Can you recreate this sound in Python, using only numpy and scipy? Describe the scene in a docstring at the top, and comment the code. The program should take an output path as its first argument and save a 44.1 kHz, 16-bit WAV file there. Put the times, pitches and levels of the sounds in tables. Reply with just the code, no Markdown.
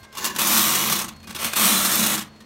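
"""Knitting machine, two strokes

A carriage, heard close up, is pushed twice along its needle bed. It slides up to the needles, then
they chatter through its cams, with single clacks as it slows. The impacts excite the high modes of
the steel bed, which rings, and the low modes of the wooden table, which booms.
Faint far-off calls, probably birds, show in the pauses."""
import sys
import numpy as np
from scipy import signal
from scipy.io import wavfile
from scipy.ndimage import uniform_filter1d

SR = 44100
rng = np.random.default_rng(int(sys.argv[2]) if len(sys.argv) > 2 else 0)


def output_pcm(signal):
    """Save a mono or channel-first signal as 16-bit PCM at the path in sys.argv[1].

    Samples are clipped to [-1, 1] before scaling.
    """
    pcm = np.clip(np.atleast_2d(signal).T, -1, 1) * 32767
    wavfile.write(sys.argv[1], SR, np.round(pcm).astype(np.int16))


N = 108045

# needle chatter over each stroke (time [s], relative level [dB])
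STROKE_1 = [(.378,-47),(.39,-21.5),(.44,-22),(.52,-19.5),(.57,-18.5),(.64,-20),(.76,-21.5),(.86,-23),(.93,-24.5),(1.01,-26.5),(1.07,-40),(1.14,-47.5)]
STROKE_2 = [(1.55,-44),(1.565,-22),(1.6,-20.5),(1.66,-18.5),(1.75,-21),(1.83,-22.5),(1.89,-23),(1.94,-22),(2.05,-23),(2.14,-23.5),(2.21,-36),(2.29,-53)]
FULL_FORCE_DB = -24.5  # softer impacts are duller and die sooner


def amp(db):
    """Decibels to amplitude ratio."""
    return 10 ** (np.asarray(db) / 20)


def unit(x):
    """Normalisation to rms 1."""
    return x / np.sqrt(np.mean(x ** 2) + 1e-20)


def steady(x, seconds):
    """Normalisation of the short-term rms to 1."""
    return x / np.sqrt(abs(uniform_filter1d(x ** 2, max(int(seconds * SR), 2))) + 1e-9)


def envelope(points):
    """Amplitude along a (time [s], level [dB]) curve, silent outside it."""
    times, db = np.transpose(points)
    return amp(np.interp(np.arange(N) / SR, times, db, left=-120, right=-120))


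def at_frequency(points, hz, column=1):
    """Interpolation on a log-frequency axis."""
    rows = np.array(points, float)
    return np.interp(np.log(hz + 1), np.log(rows[:, 0]), rows[:, column])


def colour(x, spectrum, column=1):
    """Spectral shaping by a minimum-phase filter of unit energy."""
    size = 8192
    hz = abs(np.fft.fftfreq(size, 1 / SR))
    log_gain = np.log(amp(at_frequency(spectrum, hz, column)))
    taps = np.fft.ifft(np.exp(np.conj(signal.hilbert(log_gain)))).real[:size // 2]
    return signal.fftconvolve(x, taps / np.linalg.norm(taps))[:N]


def ring(x, modes):
    """Modal superposition: parallel resonators, each with its own peak gain."""
    return sum(amp(db) * signal.lfilter(*signal.iirpeak(hz, hz / width, SR), x)
               for hz, width, db in modes)


def resonate(x, hz, width):
    """Steep resonance at a fixed or moving frequency: two stages, each `width` Hz wide; rms 1."""
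    carrier = np.exp(2j * np.pi * np.cumsum(hz * np.ones(N)) / SR)
    pole = np.exp(-np.pi * width / SR)
    stage = [1 - pole], [1, -pole]
    baseband = signal.lfilter(*stage, signal.lfilter(*stage, x / carrier))
    return unit((carrier * baseband).real)


def tone(start, length, hz, harmonics, waver):
    """Soft-edged harmonic tone under slight random frequency modulation."""
    t = np.arange(N) / SR
    drift = unit(uniform_filter1d(uniform_filter1d(rng.standard_normal(N), size=300), size=300))
    phase = 2 * np.pi * np.cumsum(hz * (1 + waver * drift)) / SR
    gate = np.clip(np.minimum(t - start, start + length - t) / 0.0022, 0, 1)
    return gate * sum(amp(db) * np.sin(k * phase) for k, db in harmonics)


def background():
    """Broadband air noise, with nearly periodic far whistles and one lower call."""
    # ambient noise (frequency [Hz], relative level [dB])
    air_spectrum = [(60,-12),(230,-16),(400,-13.5),(700,-16),(1200,-22.5),(2000,-23),(3200,-26),(6000,-31.5),(10000,-42),(16000,-47)]
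    # thin whistles (start [s], duration [s], frequency [Hz], level [dB])
    notes = [(-.05,.085,4300,-57),(1.135,.125,4315,-53.5),(2.28,.2,4325,-58)]
    # partials of the call (harmonic number, level [dB])
    partials = [(2,-57),(3,-53.5),(4,-58)]
    whistles = sum(tone(start, length, hz, [(1, db)], waver=0.004) for start, length, hz, db in notes)
    air = amp(-53) * colour(rng.standard_normal(N), air_spectrum)
    call = tone(start=-0.063, length=0.196, hz=531, harmonics=partials, waver=0.011)
    return air + whistles + call


def reverberation(x):
    """Convolution with a short diffuse tail whose treble decays first."""
    # room decay (frequency [Hz], reverberation time [s])
    decay_times = [(150,0.41),(1000,0.48),(4000,0.21),(14000,0.03)]
    hz, t, noise = signal.stft(rng.standard_normal(SR // 2), SR, nperseg=256)
    decay = amp(-60 * t / at_frequency(decay_times, hz)[:, None])
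    tail = signal.istft(noise * decay, SR)[1]
    return signal.fftconvolve(x, tail / np.linalg.norm(tail))[:N]


def table_and_shell():
    """Forced vibration: impacts drive the table's modes and the carriage's shell, over a low rumble."""
    # modes of the table (frequency [Hz], bandwidth per stage [Hz], relative gain [dB])
    boom_modes = [(196,11.3,-2),(218.6,27.4,3.5),(324.8,38,-9)]
    lowest_mode = [(137.5,9.1,-7)]
    # envelopes of the boom, lowest mode and rumble (time [s], relative level [dB])
    boom_levels = [(0,-60),(.16,-59),(.2,-47.5),(.35,-44),(.59,-27),(.62,-33),(.8,-36.5),(.85,-35),(.93,-34.5),(1.1,-42),(1.19,-56.5),(1.3,-38),(1.37,-54),(1.47,-35),(1.53,-53),
                   (1.6,-31.5),(1.66,-25.5),(1.685,-34),(1.73,-26),(1.83,-35.5),(1.88,-32),(1.96,-36),(2.015,-24),(2.09,-38.5),(2.15,-31),(2.29,-52),(2.45,-49)]
    lowest_levels = [(0,-77),(.3,-55),(.6,-57),(.68,-43.5),(.9,-39),(1.1,-54),(1.3,-55),(1.45,-52.5),(1.8,-47),(2.05,-44),(2.28,-50),(2.45,-64)]
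    rumble_levels = [(0.0, -45), (0.07, -68), (0.27, -55), (0.36, -60), (0.6, -50), (0.84, -59),
                     (0.89, -50), (0.93, -55.5), (1.3, -52.5), (1.49, -51.5), (1.53, -66), (1.59, -52.5),
                     (2.07, -52.5), (2.45, -67)]
    # rumble spectrum (frequency [Hz], relative level [dB])
    rumble_spectrum = [(20,-34),(32,-26),(43,-14),(60,-18.5),(84,-3.5),(105,-26),(150,-33),(400,-53)]
    # shell resonance, shifting along the bed (time [s], frequency [Hz])
    shell_glide = [(.38,334),(.95,340.4),(1.6,295),(1.88,305),(2.14,320)]
    shake = needle_ticks()
    boom = sum(amp(db) * resonate(shake, hz, width) for hz, width, db in boom_modes)
    boom = steady(boom, 0.04) * envelope(boom_levels)
    lowest = steady(ring(ring(shake, lowest_mode), lowest_mode), 0.038) * envelope(lowest_levels)
    shell_hz = np.interp(np.arange(N) / SR, *np.transpose(shell_glide))
    shell = steady(resonate(shake, shell_hz, width=21), 0.1) * (envelope(STROKE_1) + envelope(STROKE_2))
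    rumble = steady(colour(rng.standard_normal(N), rumble_spectrum), 0.078) * envelope(rumble_levels)
    return amp(-0.5) * boom + amp(-2) * lowest + amp(-21) * shell + amp(3.5) * rumble


def latch_snaps():
    """Hard contacts of the needle latches: short impacts, rich in high frequencies."""
    snaps_per_s, decay_s = 280, 0.0011
    strikes = amp(-np.minimum(rng.exponential(1, N), 3)) * (rng.random(N) < snaps_per_s / SR)
    decays = signal.lfilter([1], [1, -np.exp(-1 / (decay_s * SR))], strikes)
    bursts = decays * rng.standard_normal(N)
    return unit(signal.sosfilt(signal.butter(1, 5000, "high", fs=SR, output="sos"), bursts))


def needle_ticks():
    """Poisson impacts on the needles passing through the cams, each with its own impulse response."""
    count, in_cams, needles_per_s, hits_per_s = 100, 7, 40, 2400
    tick_s, rattle_s, ping_s = 0.00045, 0.0063, 0.0044  # decay time constants
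    hits = rng.choice([-1, 1], N) * (rng.random(N) < hits_per_s / SR)
    position = np.arange(N) / SR * needles_per_s
    struck = (position + rng.random(N) * in_cams).astype(int) % count
    t = np.arange(2048) / SR
    responses, chatter = [], np.zeros(N + len(t))
    for _ in range(count):
        tick = unit(rng.standard_normal(len(t)) * np.exp(-t / tick_s))
        rattle = unit(rng.standard_normal(len(t)) * np.exp(-t / rattle_s))
        mode_hz = rng.uniform(2162, 14000, size=(4, 1))
        ping = unit(np.sin(2 * np.pi * mode_hz * t).sum(0) * np.exp(-t / ping_s))
        responses.append(tick + amp(2.5) * rattle + amp(-3.5) * ping)
    for i in np.flatnonzero(hits):
        chatter[i:i + len(t)] += hits[i] * responses[struck[i]]
    return steady(chatter[:N], 0.087)


def clack_force():
    """Envelope of single clacks, adding in power: quick rise, short hold, exponential decay."""
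    # clacks of cams and needles (time [s], relative level [dB], hold [s])
    clacks = [(.028,-44.5,0.023),(.126,-41,.004),(0.15,-36,.0063),(0.171,-29.5,0.018),(.243,-22.5,0.018),(0.299,-33,.008),(.35,-31,.001),(.361,-24,0.0025),(0.385,-24.5,.012),(.415,-21,.002),
              (0.467,-24.5,0.013),(0.533,-28,.0028),(0.572,-23,.007),(.695,-36,.0044),(0.752,-22,0.0046),(0.872,-26,.001),(0.897,-24,0.0098),(0.919,-21,0.015),(.954,-26,0.013),(.989,-24.5,0.0057),(1.015,-26.5,0.0072),(1.04,-30.5,.0094),(1.081,-32.5,.006),(1.088,-32.5,.004),
              (1.161,-46.5,0.0065),(1.201,-46,0.0034),(1.229,-41.5,.003),(1.239,-42.5,.006),(1.271,-37,0.013),(1.293,-35.5,.005),(1.304,-33,0.0083),(1.323,-37.5,.006),(1.347,-30,0.01),(1.361,-28.5,0.0062),(1.444,-21.5,0.0031),(1.528,-28.5,.004),(1.533,-23.5,.002),(1.557,-23.5,0.0095),
              (1.847,-22,0.014),(1.859,-25,.001),(1.916,-24,0.011),(1.943,-25.5,0.0042),(1.992,-24,.014),(2.027,-23.5,0.016),(2.062,-21.5,0.0082),(2.098,-28,0.0052),(2.115,-25.5,0.0065),(2.138,-26,0.018),(2.176,-28,0.019),(2.206,-32,0.02),
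              (2.36,-51,.002),(2.403,-44.5,0.0093),(2.422,-50,0.0035)]
    rise_s, light_decay_s, full_decay_s = 0.0011, 0.0075, 0.0097
    t, power = np.arange(N) / SR, np.zeros(N)
    for start, db, hold in clacks:
        age = t - start
        decay_s = light_decay_s + (full_decay_s - light_decay_s) * min(amp(db - FULL_FORCE_DB), 1)
        rise = np.clip(age / rise_s, 0, 1)
        fall = np.exp(-np.maximum(age - hold, 0) / decay_s)
        power += (amp(db) * rise * fall) ** 2
    return np.sqrt(power)


def carriage():
    """Impact excitation: harder contacts sound brighter, and the steel bed rings at its modes."""
    # sliding on the rail before each stroke (time [s], relative level [dB])
    slide_1 = [(.12,-49.5),(.165,-39.5),(.19,-33.5),(.23,-30),(.275,-24.5),(.295,-32.5),(.34,-39),(.385,-30.5)]
    slide_2 = [(1.34,-47),(1.384,-36.5),(1.392,-30),(1.43,-26),(1.47,-25),(1.508,-33.5),(1.555,-34.5)]
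    # relative spectra of the metal (frequency [Hz], first slide [dB], first stroke [dB],
    # second slide and stroke [dB], clacks [dB])
    spectra = [(60,-16,-27,-21,-28),(164,1,-4.5,-14,3),(527,2,-3.5,-1,-2.5),(774,-0.5,-1.5,-3.5,-2.5),(1063,13.5,7,2,3),(1380,-10,3,4,-1),(1520,5.5,-1,-2,2),(2300,-3,0,-1.5,-3.5),(2820,4,-0.5,-1.5,2),(3050,-4.5,0.5,0,-2.5),(3450,-1.5,-0.5,-1.5,-1.5),(4580,-1,-0.5,-2,-0.5),
               (4700,-2,-5,-6.5,-2.5),(6160,-0.5,-1.5,-2,-3),(7300,0.5,-4,-5,-3),(8700,-14,-3.5,-0.5,-1),(9700,-1.5,-3,-0.5,-3),(10330,-5,-7.5,-8,-7.5),(11980,-1,-4.5,-2,-2.5),(12800,-7,-0.5,-3.5,-3.5),(14800,-3,-5,-5.5,-8.5),(18000,-15,-5,-16.5,-6.5)]
    # modes of the steel bed (frequency [Hz], bandwidth [Hz], peak gain [dB])
    bed_modes = [(1106,46,-4),(1250,22,-15),(2640,15,-14),(3460,57,-5),(5280,70,-8),(6020,80,-8),(9900,23,-9),(13700,27,-4)]
    # pings of the carriage's metal parts (start [s], duration [s], frequency [Hz], level [dB])
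    notes = [(0.157,0.011,2830,-46),(0.17,0.021,1087,-30.5),(0.17,0.034,2794,-39.5),(.218,0.016,1740,-39),(0.305,0.015,1714,-31),(0.36,.014,1700,-36),(1.02,0.049,8500,-42),(1.237,.04,2500,-54),(1.951,0.012,11900,-17.5),(2.404,0.021,1860,-53)]
    treble_hz, treble_slope = 6360, 0.65  # slope in dB of treble per dB of force
    forces = [envelope(slide_1), envelope(STROKE_1),
              envelope(slide_2) + envelope(STROKE_2), clack_force()]
    total_force = np.sqrt(sum(force ** 2 for force in forces))
    impacts = steady(needle_ticks() + amp(-9.5) * latch_snaps(), 0.015)
    dull = signal.sosfiltfilt(signal.butter(1, treble_hz, fs=SR, output="sos"), impacts)
    brightness = (total_force / amp(FULL_FORCE_DB)) ** treble_slope
    impacts = dull + (impacts - dull) * brightness
    # each spectrum is weighted by its force's share of the power
    metal = sum(colour(impacts * force ** 2 / total_force, spectra, column)
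                for column, force in enumerate(forces, start=1))
    pings = sum(tone(start, length, hz, [(1, db)], waver=0.0082) for start, length, hz, db in notes)
    return amp(0.26) * metal + ring(metal, bed_modes) + pings


def scene():
    """Superposition of direct sound, reverberation and background, the same in both channels."""
    machine = carriage() + table_and_shell()
    return np.tile(machine + amp(-14) * reverberation(machine) + background(), (2, 1))


def record(dry):
    """Band limiting: a steep bass cut and a linear-phase low-pass."""
    low_hz, high_hz = 37, 15850
    dry = signal.sosfilt(signal.butter(6, low_hz, "high", fs=SR, output="sos"), dry)
    low_pass = signal.firwin(401, high_hz, window=("kaiser", 8), fs=SR)
    return signal.oaconvolve(dry, low_pass[None], "same")


dry = scene()
out = record(dry)
output_pcm(out)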